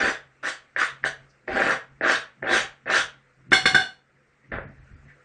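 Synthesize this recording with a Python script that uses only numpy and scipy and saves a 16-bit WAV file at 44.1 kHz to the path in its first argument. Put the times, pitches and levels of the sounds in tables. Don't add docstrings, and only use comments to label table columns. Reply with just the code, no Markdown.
import sys
import numpy as np
from scipy import signal
from scipy.fft import rfft, irfft
from scipy.io import wavfile
from scipy.ndimage import uniform_filter1d

SR = 44100
rng = np.random.default_rng(int(sys.argv[2]) if len(sys.argv) > 2 else 0)


def amp(db):
    return 10 ** (np.asarray(db, float) / 20)


def write(x):
    x = np.atleast_2d(x).T
    wavfile.write(sys.argv[1], SR, np.round(np.clip(x, -1, 1) * 32767).astype(np.int16))


N = 231182

# landing in seconds, build-up in seconds, hold in seconds,
# pressure in dB, landing level under that pressure in dB.
STROKES = [
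    (0.0, 0.075, 0.014, -22.5, 1),
    (0.428, 0.019, 0.043, -26.5, -8.5),
    (0.763, 0.037, 0.024, -22, -5.5),
    (1.045, 0.007, 0.018, -24, 2.5),
    (1.476, 0.11, 0.15, -22, -10.5),
    (2.011, 0.033, 0.091, -21, -16),
    (2.423, 0.083, 0.073, -18.5, -21.5),
    (2.861, .05, 0.071, -19.5, -16),
    (4.516, .005, 0.01, -30, -2),
]
# drag at landing in dB, then at full speed
# sizzle, hiss and boom in dB above the pressure, lift-off in dB per second.
TRAVEL = [(-8, -18, -10.5, -6.5, 330), (-17, -12.5, -9, -12.5, 390), (-29, -17.5, -10, -14, 300),
          (-13, -18, -10.5, -7, 830), (-17.5, -22, -14, -3, 920), (-38.5, -16, -8, -8, 280),
          (-49, -15.5, -10, -7.5, 330), (-44, -13.5, -7.5, -10.5, 390), (-3.5, -60.5, -26, -3.5, 170)]
LIFT_SHARES = [1.0, 0.33, 0.22, 1]
CURL_DB = [1, -2000, -2200, -2]
# frequency in Hz, width in Hz, level in dB.
BODY_MODES = [(1641, 420, 13.5), (1810, 240, 6), (1180, 90, -9), (2190, 670, -9.5)]
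# frequency in Hz, width in Hz, level in dB.
BOOM_MODES = [(240, 180, -4), (334, 70, -6.5), (420, 55, -5.5), (501, 55, 1.5), (613, 81, 7.5),
              (773, 45, 0)]
# frequency in Hz, width in Hz, level in dB.
BLADE_MODES = [(3590, 460, 1.5), (3860, 330, -1), (4760, 360, -6.5), (6050, 200, -7.5), (6580, 210, -7),
               (7330, 430, -5.5), (8430, 270, -15)]
# frequency in Hz, level in dB per Hz.
HISS_COLOUR = [(1410, -9.5), (2400, -7.5), (3700, -5.5), (4100, -6.5), (5310, -13), (5890, -14),
               (7440, -11.5), (9030, -14), (10100, -24), (13200, -61.5), (22000, -120)]


def strokes():
    t = np.arange(N) / SR
    gains = np.zeros((4, N))
    eager = 2.2
    hiss_share, boom_share = 0.5, -0.2
    boom_flat = 0.34
    blade_hz = 1633 + 91 * evened(uniform_filter1d(rng.standard_normal(N), size=1500))
    for press, travel in zip(STROKES, TRAVEL):
        s, build, hold, db, land_db = press
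        drag_db, sizzle_db, hiss_db, boom_db, lift = travel
        since = np.maximum(t - s, 0)
        light_db = land_db * np.clip(1 - since / build, 0, 1)
        slow_db = drag_db * np.clip(1 - since / (build + hold), 0, 1) ** eager
        lifted = np.maximum(since - build - hold, 0)
        above_db = [0,
                    hiss_db + hiss_share * slow_db,
                    sizzle_db + slow_db,
                    boom_db + boom_share * slow_db - boom_flat * light_db]
        onset = np.minimum(since / 0.0021, 1)
        for k, share in enumerate(LIFT_SHARES):
            leaving_db = CURL_DB[k] * lifted ** 2 - share * lift * lifted
            gains[k] += onset * amp(db + light_db + above_db[k] + leaving_db)

    slips = grit(per_s=1100, spread_db=2.5)
    body = evened(ring_through(slips, BODY_MODES))
    body += 1.3 * evened(resonate(slips, blade_hz, 460))
    boom = ring_through(slips + 0.65 * grit(per_s=400, spread_db=3.0), BOOM_MODES)
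    fine = grit(per_s=9000, spread_db=2.5)
    hiss = evened(colour(fine, HISS_COLOUR))
    hiss += 0.55 * evened(ring_through(fine, BLADE_MODES))
    body = patchy(body, patchy_db=2.5)
    hiss = patchy(hiss, patchy_db=3.5)
    boom = patchy(boom, patchy_db=2.5)
    layers = [band(body, 1000, 2800, order=5),
              band(hiss, 2400, 5100, order=4),
              band(hiss, 5100, 9600, order=4),
              band(boom, 220, 840, order=4)]
    return sum(gain * evened(layer) for gain, layer in zip(gains, layers))


# start in seconds, peak in dB, knock in Hz,
# boom and treble in dB above the peak.
LANDINGS = [
    (0.7627, -12, 1760, -20, -40),
    (1.0395, -9, 1760, -22, -40),
    (1.4795, -20, 1760, -6, -40),
    (2.0103, -17, 1760, -4, -40),
    (2.4274, -19, 1760, -5, -40),
    (4.5186, -23, 1760, -12, -40),
]
# start in seconds, peak in dB, knock in Hz,
# boom and treble in dB above the peak.
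CATCHES = [(0.0841, -11.5, 1690, -18, -37.5), (0.4349, -26, 1430, -7, -28),
           (0.7952, -16.5, 1580, -27.5, -29), (0.8166, -11, 1436, -34, -23),
           (1.528, -27, 1550, -0.5, -18.5), (1.6189, -11, 1690, -29, -29), (1.706, -10, 1631, -9, -24.5),
           (2.031, -20.5, 1620, -6, -38), (2.074, -11, 1617, -22, -27.5), (2.096, -10, 1711, -6.5, -31),
           (2.1112, -16, 1559, -3.5, -18), (2.4559, -42, 1656, 7.5, -33.5),
           (2.5316, -10.5, 1633, -5, -25.5), (2.8581, -31, 1745, -5.5, -34),
           (2.8996, -13.5, 1527, -15, -17), (2.938, -7, 1600, -25, -20), (4.5394, -24.5, 1438, -6, -31.5),
           (4.584, -23.5, 1446, 1, -46.5)]


def catches():
    blows = LANDINGS + CATCHES
    out = np.zeros(N)
    chance = rng.standard_normal((len(blows), 304))
    t = np.arange(900) / SR
    knock_s = 0.00055
    for (s, db, hz, boom_db, treble_db), z in zip(blows, chance):
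        knock = (t / knock_s) ** 2 * np.exp(-t / knock_s) * np.sin(2 * np.pi * hz * t)
        modes = [ring(f * (1 + 0.14 * r), w * 1.1, d) for (f, w, d), r in zip(BOOM_MODES, z)]
        boom = band(sum(modes), 270, 870, order=3)
        tick = band(z * np.hanning(len(z)), 3000, 5500, order=3)
        for part, part_db in [(knock, db), (boom, db + boom_db - 2.0), (tick, db + treble_db)]:
            add(out, s, amp(part_db) * part / abs(part).max())
    return out


# start in seconds, peak in dB, then plate, bowl and steel in dB above it.
BOUNCES = [
    (3.5177, -4.5, -1, -24.5, -24),
    (3.528, -8, -4, 2.5, -6),
    (3.545, -17.5, -7, -12, -7.5),
    (3.655, -7.5, -2, 1, -6.5),
    (3.7449, -9.5, 5.5, -7.5, -9),
    (3.80, -27, 2, -11.5, -4),
]
# frequency in Hz, level in dB, 60 dB decay in seconds.
PLATE_MODES = [(754, -17.5, 0.28), (1519, -5.5, 0.18), (1550, -2, 0.13), (1610, -1.5, 0.11),
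               (1690, -5.5, 0.048), (3538, -10, 0.2)]
# frequency in Hz, level in dB, 60 dB decay in seconds.
BOWL_MODES = [(2120, -3, 0.023), (2147, -1.5, 0.24), (2165, -6.5, 0.21), (3260, -13.5, 0.13),
              (3410, -11, 0.26), (3575, -7, 0.099), (7450, -22, 0.064)]
# frequency in Hz, level in dB, 60 dB decay in seconds.
STEEL_MODES = [(2913, 3.5, 0.3), (3700, -14.5, 0.048), (4353, 1.5, 0.31), (5030, -10, 0.11),
               (5250, -6, 0.23), (5400, -11, 0.19), (6080, -10.5, 0.27), (6860, -10, 0.082),
               (7360, -9.5, 0.12), (8930, -12.5, 0.14)]
# frequency in Hz, level in dB per Hz.
CRASH_COLOUR = [(2300, -12), (4300, -6), (4780, -28), (5250, -5.5), (6100, -10.5), (6500, -26.5),
                (7200, -11.5), (10100, -23)]


def bounces():
    out = np.zeros(N)
    chance = rng.standard_normal((len(BOUNCES), 9000))
    t = np.arange(9000) / SR
    for (s, db, plate_db, bowl_db, steel_db), z in zip(BOUNCES, chance):
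        rattle = z * np.exp(-t / 0.0078)
        knock = signal.fftconvolve(rattle, sum(ring(*m) for m in BODY_MODES))
        boom = signal.fftconvolve(rattle, sum(ring(*m) for m in BOOM_MODES))
        crash = colour(z[::-1], [(30, -40), *CRASH_COLOUR, (13000, -90)])
        crash *= np.minimum(t / 0.0042, 1) * np.exp(-t / 0.04)
        parts = [(band(knock, 1000, 3000, order=4), -3),
                 (band(boom, 150, 440, order=3), -10),
                 (crash, steel_db - 3.5)]
        wobble = evened(uniform_filter1d(z, 350, mode="wrap"))
        for modes, ring_db in [(PLATE_MODES, plate_db), (BOWL_MODES, bowl_db), (STEEL_MODES, steel_db)]:
            tones = np.zeros(9000)
            for f, d, t60 in modes:
                flutter = amp(5.5 * np.roll(wobble, round(f)))
                tones += flutter * ring(f, 2.8 / t60, d, size=9000)
            parts.append((np.minimum(t / 0.005, 1) * tones, ring_db))
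        for part, part_db in parts:
            add(out, s, amp(db + part_db) * part / abs(part).max())
    return out


# start in seconds, length in seconds, level in
# dB, centre in Hz, width in Hz.
BRUSHES = [(1.028, 0.011, -43.5, 1808, 750), (1.282, 0.048, -69.5, 5300, 1800),
           (1.468, 0.021, -54, 1800, 1600), (3.507, .014, -46.5, 2990, 4800),
           (4.094, 0.18, -76, 331.6, 270), (4.151, 0.17, -70, 502, 20), (4.428, 0.037, -62.5, 1950, 300),
           (2, 0.088, -66, 3300, 280), (5.056, 0.094, -56.5, 1894, 590)]


def brushes():
    out = np.zeros(N)
    for s, length, db, hz, width in BRUSHES:
        noise = rng.standard_normal(20000)
        rub = band(noise, max(hz - width / 2, 30), hz + width / 2, order=2)
        rub = rub[9000:][:round(length * SR)]
        add(out, s, amp(db + 2.0) * evened(rub) * np.hanning(len(rub)))
    return out


# frequency in Hz, 60 dB decay in seconds.
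KITCHEN_DECAY = [(200, 0.077), (600, 0.33), (1600, 0.27), (3000, 0.28), (9000, 0.17)]


def kitchen(x):
    taps = np.zeros(SR)
    at = np.arange(200, SR - 20, 20) + rng.integers(0, 20, (SR - 201) // 20)
    taps[at] = rng.choice([-1., 1.], len(at))
    hz, t, z = signal.stft(taps, SR, nperseg=256)
    decay = amp(-60 * t / read(KITCHEN_DECAY, hz)[:, None])
    tail = signal.istft(z * decay, SR, nperseg=256)[1]
    return signal.fftconvolve(x, tail / np.linalg.norm(tail))[:N]


# peak in seconds, then rumble, upper rumble and table-top ring in dB.
JOLTS = [(.04, -44.5, -46, -44), (0.118, -63, -59.5, -55), (0.261, -74.5, -69.5, -58.5),
         (.45, -66, -59.5, -54.5), (.79, -58.5, -60.5, -52.5), (0.929, -66, -63.5, -50.5),
         (1.059, -47.5, -51.5, -44.5), (1.21, -59, -61.5, -51), (1.52, -39.5, -46.5, -55.5),
         (1.648, -52.5, -42.5, -42), (1.708, -56.5, -42.5, -45.5), (1.92, -58, -67, -52.5),
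         (2.032, -50, -51.5, -48.5), (2.151, -60, -52.5, -52), (2.43, -53, -50, -47),
         (2.52, -48.5, -48.5, -45.5), (2.622, -52, -53, -49), (2.89, -55, -50, -47.5),
         (2.991, -48.5, -50.5, -47.5), (3.16, -70, -64, -56), (3.4, -67.5, -65, -53.5),
         (3.522, -43.5, -42.5, -39.5), (3.66, -40, -39, -41.5), (3.751, -49, -34.5, -47),
         (4.16, -77.5, -73, -63), (4.542, -34.5, -41.5, -40.5), (4.66, -47.5, -44, -44.5),
         (4.8, -49, -62, -48.5), (4.929, -44.5, -55, -52.5), (5.058, -56.5, -57, -48)]
JOLT_RISE = [660, 280, 300]
JOLT_FALL = [160, 180, 130]
JOLT_REST_DB = [-78, -78.5, -71]


def shaking(part):
    jolts = np.array(JOLTS)
    at = np.arange(0, N + 256, 256)
    late = at[:, None] / SR - jolts[:, 0]
    slope = np.where(late < 0, JOLT_RISE[part], -JOLT_FALL[part])
    db = jolts[:, part + 1] + slope * late
    gain = np.sqrt((amp(db) ** 2).sum(1) + amp(JOLT_REST_DB[part]) ** 2)
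    return np.interp(np.arange(N), at, gain)


# frequency in Hz, level in dB per Hz.
AIR_COLOUR = [(30, -24), (100, -24.5), (200, -16), (450, -13.5), (700, -18), (1000, -21), (1350, -12.5),
              (1900, -12.5), (2500, -19.5), (3200, -30.5), (8500, -36), (10100, -61)]
# time in seconds, level in dB.
AIR_LEVEL = [(0, -66), (1.2, -62), (1.45, -65.5), (2.4, -65), (3.45, -65.5), (4.05, -69), (4.35, -66.5),
             (4.5, -67), (4.9, -62.5), (5.24, -63.5)]


def background():
    a, b, c, d, e = rng.standard_normal((5, N))
    t = np.arange(N) / SR
    air = patchy(colour(a, AIR_COLOUR), patchy_db=2.0)
    air *= amp(curve(AIR_LEVEL, 1)) / np.std(band(air, 900, 2700))
    waver = np.cumsum(3.4 * evened(uniform_filter1d(b, 3000))) / SR
    hum = shaking(part=2) * np.sin(2 * np.pi * (135.6 * t + waver))
    whine_db = -79.5 + 6.6 * evened(uniform_filter1d(c, 8000))
    whine = amp(whine_db) * np.sin(2 * np.pi * 500.6 * t)
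    low = shaking(part=0) * evened(band(d, 30, 87, order=3))
    upper = shaking(part=1) * evened(band(e, 110, 290, order=3))
    return air + hum + whine + low + upper


def grit(per_s, spread_db):
    size = amp(spread_db * np.minimum(rng.exponential(1, N), 4)) * rng.choice([-1., 1.], N)
    return evened(size * (rng.random(N) < per_s / SR))


def ring(hz, width, db, size=1500):
    t = np.arange(size) / SR
    return amp(db) * np.exp(-np.pi * width * t) * np.sin(2 * np.pi * hz * t)


def ring_through(x, modes):
    return signal.oaconvolve(x, sum(ring(*m) for m in modes))[:N]


def resonate(x, hz, width):
    turn = np.exp(2j * np.pi * np.cumsum(hz) / SR)
    r = np.exp(-np.pi * width / SR)
    return 2 * (turn * signal.lfilter([1 - r], [1, -r], x / turn)).real


def patchy(x, patchy_db):
    z = signal.stft(x, nperseg=256)[2]
    patches = uniform_filter1d(rng.standard_normal(z.shape), size=3, axis=0)
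    patches = uniform_filter1d(patches, size=9, axis=1)
    return signal.istft(z * amp(patchy_db * evened(patches)), nperseg=256)[1][:N]


def colour(x, points):
    hz = np.fft.rfftfreq(len(x), 1 / SR)
    return irfft(rfft(x) * amp(read(points, hz)), len(x))


def band(x, lo_hz, hi_hz, order=2):
    return signal.sosfilt(signal.butter(order, [lo_hz, hi_hz], "bandpass", fs=SR, output="sos"), x)


def evened(x):
    return x / np.sqrt(np.mean(x ** 2) + 1e-20)


def read(points, hz):
    f, value = np.transpose(points)
    return np.interp(np.log(hz + 1), np.log(f + 1), value)


def curve(rows, column):
    rows = np.array(rows)
    return np.interp(np.arange(N) / SR, rows[:, 0], rows[:, column])


def add(mix, s, sound):
    part = mix[round(s * SR):][:len(sound)]
    part += sound[:len(part)]


def scene():
    near = amp(-3.0) * strokes() + catches() + bounces() + brushes()
    return (near + amp(-6.0) * kitchen(near) + background())[None]


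def band_limit(x):
    return signal.sosfilt(signal.butter(12, 10270, fs=SR, output="sos"), x)


def record(dry):
    edge = signal.firwin(401, 10160, window=("kaiser", 9), fs=SR)
    rounded = 0.79 * np.tanh(dry / 0.77)
    limited = signal.oaconvolve(rounded, edge[None], "same")
    hz, _, z = signal.stft(limited, SR, nperseg=1024, noverlap=512)
    bands_db = 10 * np.log10(uniform_filter1d(abs(z) ** 2, size=9, axis=1) + 1e-20)
    masked = (bands_db < bands_db.max(1, keepdims=True) - 45) & (hz[:, None] > 2600)
    mix = signal.istft(z * ~masked, SR, nperseg=1024, noverlap=512)[1][:, :N]
    return band_limit(mix)


dry = scene()
out = record(dry)
write(out)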